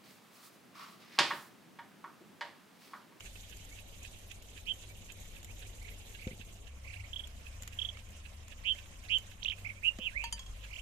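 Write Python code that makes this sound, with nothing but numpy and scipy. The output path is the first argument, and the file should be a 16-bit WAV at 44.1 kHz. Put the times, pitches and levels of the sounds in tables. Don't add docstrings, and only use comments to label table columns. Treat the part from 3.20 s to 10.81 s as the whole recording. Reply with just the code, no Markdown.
import sys
import numpy as np
from scipy import signal
from scipy.io import wavfile
from scipy.ndimage import uniform_filter1d

SR = 44100
rng = np.random.default_rng(int(sys.argv[2]) if len(sys.argv) > 2 else 0)


def wav_out(sig):
    wavfile.write(sys.argv[1], SR, np.round(np.clip(np.atleast_2d(sig).T, -1, 1) * 32767).astype(np.int16))


def attenuation_scalar(level_db):
    decades = np.asarray(level_db, float) / 20
    return 10 ** decades


N = 335601
CHANGE_S, LAST_CHANGE_S = 3.45, 6.89

# (time [s], strokes done [count])
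PUMP_STROKES = [(.064, 0), (3.477, 13), (5.587, 21), (7.446, 28)]
# (frequency [Hz], width [Hz], level [dB])
CRACK_MODES = [(1250, 1270, -4.5), (3000, 1020, 1.5), (7090, 430, 4), (12660, 770, -5)]


def rms_one(x):
    return x / np.sqrt(np.mean(x ** 2) + 1e-20)


def in_time(rows):
    s, *columns = np.transpose(rows)
    return [np.interp(np.arange(N) / SR, s, c) for c in columns]


def at_hz(points, hz):
    point_hz, values = np.array(points)[:, 0], np.array(points)[:, 1]
    return np.interp(np.log(hz), np.log(point_hz + 1), values)


def drift(rate_hz):
    r = np.exp(-80 * np.pi * rate_hz / SR)
    slow = signal.lfilter([1], [1, -2 * r, r * r], rng.standard_normal(N // 40 + 2002))[2000:]
    return np.interp(np.arange(N) / 40, np.arange(len(slow)), rms_one(slow))


def add(out, s, piece):
    at = round(s * SR)
    out[..., at:at + piece.shape[-1]] += piece[..., :N - at]


def resonances(x, modes):
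    out = 0
    for k, (hz, width_hz, db) in enumerate(modes):
        r = np.exp(-np.pi * width_hz / SR)
        poles = [2, -4 * r * np.cos(2 * np.pi * hz / SR), 2 * r * r]
        out = out + (-1) ** k * attenuation_scalar(db) * signal.lfilter([1 - r * r, 0, r * r - 1], poles, x)
    return out


def struck(modes, length_s, tilt=0):
    # (frequency [Hz], level difference [dB])
    knife_lean = [(900, 7.5), (1800, 5), (3200, -13.5), (4600, 3), (7000, 0), (11000, -3)]
    t = np.arange(round(length_s * SR)) / SR
    out = 0
    for hz, db, t60 in modes:
        decay = attenuation_scalar(db - 60 * t / min(t60, 0.2) + tilt * at_hz(knife_lean, hz))
        pair_beat = 1 + 0.32 * np.sin(0.056 * hz * t + tilt * hz)
        out = out + decay * np.sin(2 * np.pi * hz * t + tilt * hz / 1050) * pair_beat
    return out


def on_right(x, left_db, echo_db, t60):
    t = np.arange(round(0.4 * SR)) / SR
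    walls = rng.standard_normal((2, len(t))) * attenuation_scalar(-60 * t / t60) * (t > 0.004)
    tail = signal.fftconvolve(x[None], rms_one(walls) / np.sqrt(len(t)), axes=1)[:, :N]
    direct = np.stack([attenuation_scalar(left_db) * np.roll(x, shift=-11), x])
    return direct + attenuation_scalar(echo_db) * tail * attenuation_scalar([[-9], [0]])


def yard():
    # (rumble [dB], air [dB], hiss [dB], fast throb [dB], hiss of each pump stroke [dB])
    spots = [
        (-49, -65, -64, 7, 0.5),
        (-46, -65, -62.5, 1.5, 4.5),
        (-43.5, -65, -62, 1, 1.5),
    ]
    # (frequency [Hz], density [dB per Hz])
    air_first = [(15, -55), (25, 10), (92, 3), (117, -11.5), (148, -16), (328, -24), (416, -22),
                 (501, -24.5), (573, -23.5), (1240, -32.5), (3130, -20), (5040, -34), (6940, -25.5),
                 (9540, -36), (14200, -34)]
    # (frequency [Hz], density [dB per Hz])
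    air_later = [(15, -41), (25, 9.5), (72, 0.5), (108, -11.5), (148, -19), (209, -18), (365, -30.5),
                 (573, -23), (853, -30), (1410, -28.5), (2810, -23), (4300, -34.5), (6940, -28),
                 (9790, -36), (14200, -41)]
    # (frequency [Hz], left-right likeness [-1 to 1])
    likeness = [(60, 0.85), (130, 0.8), (290, 0.53), (640, 0.59), (1400, -0.14), (3090, 0.089),
                (6780, -0.016), (14900, -0.74)]
    # (frequency [Hz], level difference [dB])
    lean = [(60, 2), (110, 1.5), (200, 1.5), (380, 0), (700, -0.2), (1290, 1), (2370, -7), (4380, -6),
            (8080, -0.5), (14900, 3)]
    # (time [s], level [dB])
    breeze = [(0, 4), (1.0, 1.5), (2.0, 1.5), (3.0, 1.7), (3.4, -2), (3.7, 0.5), (4.5, 1.5), (5.2, -0.3),
              (5.8, 1.2), (6.6, 0.8), (7.6, 1.5)]
    throb_s, throb_start_s, throb_fall_s = 0.0779, 0.052, 0.049
    stroke_hiss_s = 0.029

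    t = np.arange(N) / SR
    rumble_db, air_db, hiss_db, throb_db, stroke_db = np.transpose(spots)[:, np.digitize(t, [CHANGE_S, LAST_CHANGE_S])]
    breeze_db, = in_time(breeze)
    turn = (t - throb_start_s) / throb_s % 1
    throb = throb_db * uniform_filter1d(np.exp(-turn * throb_s / throb_fall_s), size=100)
    done = np.interp(t, *np.transpose(PUMP_STROKES))
    stroke = np.exp(-((done - np.round(done)) * 0.4 / stroke_hiss_s) ** 2)

    zones = [0, 0, 0]
    edges_hz = 22 * 2 ** np.arange(0, 9.7, 0.3)
    white, together = rng.standard_normal((2, 2, N)), drift(9.0)
    for k, (low, high) in enumerate(zip(edges_hz, edges_hz[1:])):
        band = signal.butter(2, [low, high], "band", fs=SR, output="sos")
        mid, side = signal.sosfilt(band, white[k % 2])
        hz = np.sqrt(low * high)
        alike, lean_db = at_hz(likeness, hz), at_hz(lean, hz)
        colour_db = np.where(t < CHANGE_S, at_hz(air_first[:-1], hz), at_hz(air_later[:-1], hz))
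        gain = attenuation_scalar(colour_db + 0.68 * together + 2.67 * np.clip(drift(25.5), -3, 1.7))
        pair = np.sqrt(1 + alike) * mid + np.sqrt(1 - alike) * side * [[1], [-1]]
        zones[np.digitize(hz, [140, 1400])] += gain * pair * attenuation_scalar([[lean_db / 2], [-lean_db / 2]])

    rumble, air, hiss = zones
    top = signal.sosfilt(signal.butter(2, 4800, "high", fs=SR, output="sos"), hiss)
    hiss = hiss + top * (attenuation_scalar(throb + stroke_db * stroke) - 1)
    hiss = hiss * attenuation_scalar(0.8 * drift(6) + 0.7 * drift(20))
    out = attenuation_scalar(rumble_db - 6.5 - drift(0.5)) * rms_one(rumble)
    out = out + attenuation_scalar(air_db + 3.0 + 0.14 * breeze_db) * rms_one(air)
    return out + attenuation_scalar(hiss_db + 5 + breeze_db) * rms_one(hiss)


def hums():
    # (time [s], level [dB])
    motor = [(0.0, -60.5), (2.6, -59.5), (3.2, -60), (3.6, -61.5), (3.8, -53.5), (4.12, -62), (4.45, -53.5),
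             (5.3, -62), (6.4, -54), (6.9, -62), (7.61, -60)]
    # (time [s], frequency [Hz], level [dB])
    vehicle = [(3.475, 68.8, -48.5), (3.6, 68.77, -52), (4.3, 69.6, -52.5), (5.1, 73.3, -54),
               (5.8, 75.7, -60), (6.5, 78, -64)]
    # (time [s], frequency [Hz], level [dB])
    mains = [(6.95, 50.4, -48), (7.25, 51, -48), (7.61, 50.3, -48)]
    # (frequency [Hz], width [Hz], level [dB])
    drone_line = (40.4, 3.8, -57)
    # (frequency [Hz], width [Hz], level [dB])
    whine_line = (1050, 30, -79)
    motor_hz = 97.5

    out, t = 0, np.arange(N) / SR
    motor_rows = [(s, motor_hz, db) for s, db in motor]
    for rows, waver_db in [(motor_rows, 2.2), (vehicle, 0.9), (mains, 1.3)]:
        hz, db = in_time(rows)
        on = uniform_filter1d(1.0 * (t >= rows[0][0]) * (t <= rows[-1][0]), size=900)
        level = on * attenuation_scalar(db + waver_db * drift(6))
        out = out + level * whistle(hz * (1 + 0.016 * drift(8)), overtone_db=-22)
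    for (hz, width_hz, db), on in [(drone_line, t < LAST_CHANGE_S), (whine_line, t > CHANGE_S)]:
        out = out + attenuation_scalar(db) * rms_one(resonances(rng.standard_normal(N), [(hz, width_hz, 0)])) * on
    return out * attenuation_scalar([[0.4], [-0.4]])


def pump():
    # (frequency [Hz], width [Hz], level [dB])
    chuff_modes = [(1644, 190, 4), (2600, 330, 12), (3300, 1570, 1.5)]
    # (time [s], level [dB])
    pump_level = [(0, -41.5), (1.5, -40.5), (3, -42), (4, -44.5), (5, -41), (5.7, -40), (6.4, -48.5),
                  (7.6, -42)]
    s, done = np.transpose(PUMP_STROKES)
    t, puffs = np.arange(-0.03, 0.03, 1 / SR), np.zeros(N)
    swell = np.where(t < 0, attenuation_scalar(14 * t / 0.018), attenuation_scalar(-60 * t / 0.058))
    swell = swell + 0.75 * np.exp(-np.abs(t) / 0.00088)
    stroke_s = np.interp(np.arange(done[-1] + 1), done, s)
    for at, spread in zip(stroke_s, rng.normal(0, 1, 29)):
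        add(puffs, at + t[0], attenuation_scalar(0.69 * spread) * swell)
    grain = attenuation_scalar(2.5 * drift(200)) * rng.standard_normal(N)
    puffs = attenuation_scalar(*in_time(pump_level)) * resonances(puffs * grain, chuff_modes)
    puffs = signal.sosfilt(signal.butter(2, [1400, 4300], "band", fs=SR, output="sos"), puffs)
    return on_right(puffs, left_db=-20.0, echo_db=-8.0, t60=0.062)


def ticks():
    # (time [s], peak [dB], left minus right [dB], body [dB])
    brief_ticks = [(0.0054, -43, -6, 11), (0.1548, -50, -5, 14), (0.297, -50, -8, -5),
                   (0.37, -48.5, -5, -11), (0.45, -50, -9, -7), (0.83, -49, -6, -20), (1.1158, -46.5, -7, 1),
                   (1.2236, -48.5, -2, -4), (1.9203, -45, -5, -15), (2.229, -46, -4, -2),
                   (2.2458, -41.5, -2, -6), (2.628, -50, -8, -4), (4.0724, -46.5, -2, -4),
                   (4.4224, -39.5, 2, -6), (4.4326, -44, -10, 0), (4.476, -37.5, -4, -1),
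                   (4.771, -47.5, -6, 28), (4.889, -54, -1.5, -6), (5.2809, -49.5, 1, -2),
                   (5.549, -48, -5, 1), (5.6594, -54, -9, 13), (5.983, -41.5, 1, -8), (6.786, -44.5, -9, 8),
                   (3.074, -43, 0.5, 12), (7.438, -50, -4, 20), (7.448, -48, -6, 12), (7.599, -54, -3, -2),
                   (4.905, -53, -2, -7), (4.918, -56, -2, -7), (0.523, -55, -3, -12)]
    ring_s = 0.014
    out, t = np.zeros((2, N)), np.arange(round(0.06 * SR)) / SR
    for s, db, pan_db, body_db in brief_ticks:
        noise = rng.standard_normal((2, len(t)))
        puff = (noise[0] + 7.3 * noise) * attenuation_scalar(-30 * t / ring_s)
        burst = resonances(puff, CRACK_MODES[2:]) + attenuation_scalar(body_db) * resonances(puff, CRACK_MODES[:2])
        add(out, s, attenuation_scalar(db + 7.0) * burst / np.abs(burst).max() * attenuation_scalar([[pan_db / 2], [-pan_db / 2]]))
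    return out


def thuds():
    # (time [s], peak [dB], brightness [Hz], rim ring [dB])
    drops = [
        (2.247, -46, 300, -8),
        (3.069, -25, 400, 1.5),
        (3.113, -37, 500, -11),
        (3.131, -39, 300, -9),
        (3.197, -39, 300, -14),
        (6.788, -28, 1520, -11.5),
    ]
    # (frequency [Hz], level [dB], t60 [s])
    dish = [(1130, -15, 0.037), (90, 18.5, 0.015), (213, 9, 0.034), (383, 6.5, 0.023), (513, 1.5, 0.12)]
    # (frequency [Hz], level [dB], t60 [s])
    dish_later = [(215, 9.5, 0.033), (320, -3, 0.018), (624, -4.5, .035), (1120, -12, .03)]
    out = np.zeros(N)
    rim = np.roll(struck(dish[-1:], length_s=0.2), shift=180)
    for s, db, cut_hz, rim_db in drops:
        body = struck(dish[:-1] if s < CHANGE_S else dish_later, length_s=0.2) + attenuation_scalar(rim_db) * rim
        touch = signal.butter(2, [0.12 * cut_hz, cut_hz], "band", fs=SR)
        add(out, s, attenuation_scalar(db - 13.0) * signal.lfilter(*touch, body))
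    return out * attenuation_scalar([[0.5], [-0.5]])


def knife():
    # (time [s], peak [dB])
    taps = [
        (7.039, -24.5),
        (7.125, -23),
        (7.192, -31),
        (7.262, -38.5),
    ]
    # (frequency [Hz], level [dB], t60 [s])
    first_tap = [(927, 2.5, 0.13), (1790, -5, 0.11), (2420, -31, 5.0), (2560, -24, 0.076), (3140, -9, 0.18),
                 (3280, -11, 0.24), (4530, 0, 0.13), (4720, -25, 0.099), (6100, -23, 0.094),
                 (6350, -9, 0.12), (7340, -15, 0.1), (8700, -18, 0.12)]
    # (frequency [Hz], level [dB], t60 [s])
    bounce = [(926, -9.5, 0.14), (1780, -15, 0.3), (3050, -5.5, 0.15), (3190, -10, 0.068), (4680, -1, 0.13),
              (4960, -6, 0.076), (6100, -1, 0.068), (6400, -3, 0.076), (7080, 0, 0.07), (7321, -8, 0.05),
              (8720, 0.5, 0.074), (8830, -4.5, 0.058), (10870, -15, 0.057)]
    # (frequency [Hz], level [dB], t60 [s])
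    last_bounces = [(1050, -10, 0.66), (2681, -23, 4.9), (3290, -3.5, 0.22), (4000, -27, 0.35),
                    (4500, -7, 0.11), (5250, -13, 0.36), (6470, -6, 0.11), (7450, -6, 0.06)]
    out, t = np.zeros((2, N)), np.arange(round(0.3 * SR)) / SR
    touch = (1 - np.exp(-t / 0.0012)) * (1.19 + np.exp(-t / 0.0033))
    for (s, db), modes in zip(taps, [first_tap, bounce, last_bounces, last_bounces]):
        crack = attenuation_scalar(5.5 - 60 * t / 0.041) * resonances(rng.standard_normal((2, len(t))), CRACK_MODES)
        ring = np.stack([struck(modes, length_s=0.3, tilt=side) for side in (0.5, -0.5)])
        add(out, s, attenuation_scalar(db - 15.5) * touch * (ring + crack))
    return out


def whistle(hz, overtone_db):
    phase = 2 * np.pi * np.cumsum(hz) / SR
    return np.sqrt(2) * (np.sin(phase) + attenuation_scalar(overtone_db) * np.sin(2 * phase))


def note(length_s, start_hz, middle_share, end_hz, overtone_db, rough=0.01, swell_db=0, roundness=0.57):
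    # (frequency [Hz], width [Hz])
    flick_throat = (3120, 1900)
    throat_hz, width_hz = flick_throat
    u = np.linspace(0, 1, round(length_s * SR))
    middle_hz = start_hz + middle_share * (end_hz - start_hz)
    hz = np.polyval(np.polyfit([0, 0.5, 1], [start_hz, middle_hz, end_hz], deg=2), u)
    wobble = np.interp(u, np.linspace(0, 1, 9), rng.standard_normal(9))
    level_db = 150 * rough * wobble[::-1] + swell_db * (u - 0.5)
    throat = 1 / (1 + (np.maximum(hz - throat_hz, 0) / width_hz * 2) ** 2)
    envelope = np.sin(np.pi * u) ** roundness * throat * attenuation_scalar(level_db)
    return envelope * whistle(hz * (1 + rough * wobble), overtone_db - 16 * u)


def chip(start_hz, top_hz, end_hz):
    # (share of length [0-1], width [share], level [dB])
    level_dip = (.58, .05, -6)
    at, width, dip_db = level_dip
    length_s, top_share, attack_s, fade_db = 0.019, 0.37, 0.0022, 15
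    u = np.linspace(0, 1, round(length_s * SR))
    rising = u < top_share
    off = np.where(rising, 1 - u / top_share, (u - top_share) / (1 - top_share))
    hz = top_hz - off ** 1.59 * np.where(rising, top_hz - start_hz, top_hz - end_hz)
    shake = rng.standard_normal(2)
    level_db = dip_db * np.exp(-((u - at - 0.041 * shake[0]) / width) ** 2)
    level_db = level_db - fade_db * u ** 2 + 4 * u * np.sin(45 * u + 2 * shake[1])
    edges = np.clip(u * length_s / attack_s, 0, 1) ** 2 * np.clip((1 - u) * 8, 0, 1)
    return edges * attenuation_scalar(level_db) * whistle(hz, overtone_db=-35)


def rising_call(s, length_s, top_hz, db, swell_db):
    # (share of length [0-1], pitch [share of top], level [dB], warble depth [share])
    call_shape = [(0, 0.57, -30, 0.36), (0.198, .84, -6, 0.93), (.42, .93, 1.5, 0.76),
                  (.62, .975, 1.5, 0.59), (.78, 1.001, 3.5, .16), (.93, .95, -2.5, 0.075),
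                  (0.999, 0.73, -45, .08)]
    share, pitch, shape_db, depth = np.transpose(call_shape)
    depth_hz = 300 + 0.66 * (top_hz - 2970)
    level_db = db + shape_db + swell_db * (share - 0.5)
    return np.transpose([s + length_s * share, top_hz * pitch, level_db, depth_hz * depth])


def warble(rows, rate_hz, reedy_db, beat_db, first_s, unevenness):
    # (frequency [Hz], width [Hz])
    throat = (2700, 1640)
    throat_hz, width_hz = throat
    beat_lead_rad = 0.89
    flat_top = 0.32
    s, *columns = np.transpose(rows)
    t = np.arange(s[0], s[-1], 1 / SR)
    centre_hz, level_db, depth_hz = [np.interp(t, s, c) for c in columns]
    uneven = np.interp(t, np.linspace(s[0], s[-1], 16), rng.standard_normal(16))
    turn = 2 * np.pi * rate_hz * (t - s[0] - first_s) + unevenness * uneven
    hz = centre_hz + depth_hz * (1 + 0.3 * unevenness * uneven[::-1]) * np.sin(turn)
    centre_loss, loss = [1 + ((f - throat_hz) / width_hz * 2) ** 2 for f in (centre_hz, hz)]
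    pulse = np.sin(turn + beat_lead_rad)
    rises = centre_hz[-1] > centre_hz[0]
    beat = attenuation_scalar(beat_db * depth_hz / 450 * (pulse - flat_top * rises * pulse ** 2))
    overtone_db = reedy_db - 0.039 * (centre_hz - 1908)
    return attenuation_scalar(level_db) * beat * centre_loss / loss * whistle(hz, overtone_db)


def birds():
    # (time [s], length [s], top [Hz], level [dB], swell start to end [dB])
    rising = [(1.4554, 0.072, 3167, -33, 6.5), (5.436, 0.1, 3168, -27.5, -0.5),
              (5.884, 0.099, 3132, -25.5, -2), (6.621, 0.08, 2874, -26.5, 8)]
    # (time [s], centre pitch [Hz], level [dB], warble depth [Hz])
    falling_call = [(6.798, 2700, -48, 300), (6.819, 2840, -40, 330), (6.851, 2940, -37.5, 350),
                    (6.861, 2930, -32.5, 200), (6.873, 2710, -26, 120), (6.881, 2500, -31.5, 90),
                    (6.885, 2330, -42, 150), (6.9, 1970, -48, 150)]
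    # (time [s], centre pitch [Hz], level [dB], warble depth [Hz])
    sliding_call = [(6.92, 1414, -58, 17.5), (6.952, 1890, -47, 44), (6.963, 2107, -31.5, 40),
                    (6.977, 2310, -29, 61), (6.99, 2420, -40, 120), (7.003, 2386, -33.5, 130),
                    (7.035, 2476, -41, 300), (7.066, 2490, -43.5, 350), (7.1, 2390, -53, 300)]
    # (warble rate [Hz], second partial at low pitch [dB], level beat [dB], first swing [s], unevenness [rad])
    voices = [
        (185.4, 5, 5, .001, 0.58),
        (192, -3.5, 5.5, 0.0023, .2),
        (198, 1, 4.5, 0.0022, .2),
        (167, -21, 7, .001, 0.64),
        (182.6, -24, 9, 0.0011, 0.54),
        (145, -26, 6, .001, 1.3),
    ]
    # (time [s], length [s], start [Hz], end [Hz], level [dB])
    short_notes = [(0.156, 0.011, 2760, 2500, -48), (0.513, 0.027, 2090, 2350, -51.5),
                   (0.81, 0.035, 2420, 2580, -57), (1.688, 0.034, 2270, 2350, -54.5),
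                   (2.28, 0.044, 1960, 2810, -53), (2.453, 0.017, 2120, 2490, -53),
                   (4.741, 0.04, 1960, 2390, -55), (5.55, 0.017, 1960, 2400, -50.5),
                   (6.446, 0.015, 1980, 2750, -36), (6.458, 0.021, 2050, 2380, -34.5),
                   (6.489, 0.012, 2100, 2700, -37.5), (6.499, 0.012, 2050, 2320, -35.5),
                   (6.512, .013, 2280, 2160, -47), (6.557, 0.04, 2130, 2490, -52)]
    # (time [s], length [s], start [Hz], end [Hz], level [dB])
    chatter = [(6.221, 0.01, 2900, 3450, -44), (6.229, 0.0057, 2270, 5000, -30),
               (6.246, 0.006, 4700, 2290, -29.5), (6.255, 0.013, 2470, 3120, -26.5),
               (6.267, 0.012, 2880, 3700, -37), (6.279, 0.005, 2180, 4000, -31),
               (6.282, 0.009, 2644, 3300, -27), (6.293, 0.0054, 2600, 3300, -45),
               (6.298, 0.0044, 4270, 2240, -30), (6.303, 0.0122, 2600, 3360, -28.5),
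               (6.316, 0.0053, 3300, 2120, -32.5), (6.321, 0.0072, 3300, 1950, -35.5),
               (6.326, 0.014, 3260, 2320, -39)]
    # (time [s], level [dB], start [Hz], top [Hz], end [Hz])
    chips = [(3.93, -35, 2550, 3420, 3000), (3.959, -32.5, 2720, 3390, 2950),
             (3.992, -33.5, 2940, 3363, 2830), (4.036, -40.5, 3000, 3400, 3000),
             (4.587, -28, 2900, 3360, 2420), (4.615, -27.5, 2930, 3394, 2610),
             (4.647, -29, 2850, 3450, 2940), (4.686, -32.5, 2850, 3400, 2800),
             (6.233, -44, 5100, 6100, 5600)]
    # (time [s], level [dB], end [Hz], swell [dB])
    trills = [(2.613, -50.5, 2600, 3), (2.644, -48, 2600, -4), (2.677, -49, 2690, -2),
              (2.713, -52, 2380, -3), (2.985, -49, 2800, -2), (3.013, -46, 2900, 4),
              (3.041, -46.5, 2900, 3), (3.072, -49, 2800, 0), (3.107, -48, 2700, -1), (3.642, -49, 2750, 3),
              (3.667, -45, 2870, 9), (3.695, -44.5, 2950, 4), (3.725, -45.5, 3000, 4),
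              (3.756, -44, 3066, 3), (3.793, -45.5, 2940, 2), (3.837, -47.5, 2800, -3),
              (7.481, -56, 2700, 0), (7.502, -47, 3030, 7), (7.524, -40.5, 3300, 11),
              (7.55, -41.5, 3370, 16), (7.579, -42, 3300, 11)]
    # (length [s], start [Hz], share of the rise done at the middle [0-1])
    trill_note = (.0205, 1950, 0.403)

    near, far = np.zeros(N), np.zeros(N)
    calls = [rising_call(*row) for row in rising] + [falling_call, sliding_call]
    for rows, voice in zip(calls, voices):
        add(near, rows[0][0], warble(rows, *voice))
    for s, length_s, start_hz, end_hz, db in short_notes + chatter:
        add(near, s, attenuation_scalar(db) * note(length_s, start_hz, 0.55, end_hz, overtone_db=-30))
    for s, db, *arch_hz in chips:
        add(near, s, attenuation_scalar(db + 0.5) * chip(*arch_hz))
    length_s, start_hz, share = trill_note
    for s, db, end_hz, swell_db in trills:
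        trill = note(length_s, start_hz, share, end_hz, -11, rough=0.008, swell_db=swell_db, roundness=0.6)
        add(far, s, attenuation_scalar(db) * trill)
    near = on_right(near, left_db=-15.0, echo_db=-14, t60=0.12)
    return near + on_right(far, left_db=-13.5, echo_db=-7.0, t60=0.084)


def scene():
    left, right = yard() + hums() + thuds()
    left = np.where(np.arange(N) < CHANGE_S * SR, np.roll(left, 6), left)
    return birds() + pump() + ticks() + knife() + [left, right]


def band_limit(x):
    return signal.sosfilt(signal.butter(12, 15520, fs=SR, output="sos"), x)


def record(dry):
    top_cut = signal.ellip(12, 0.5, 70, 14350, fs=SR, output="sos")
    return band_limit(signal.sosfilt(top_cut, dry) - 0.0007)


dry = scene()
out = record(dry)
wav_out(out)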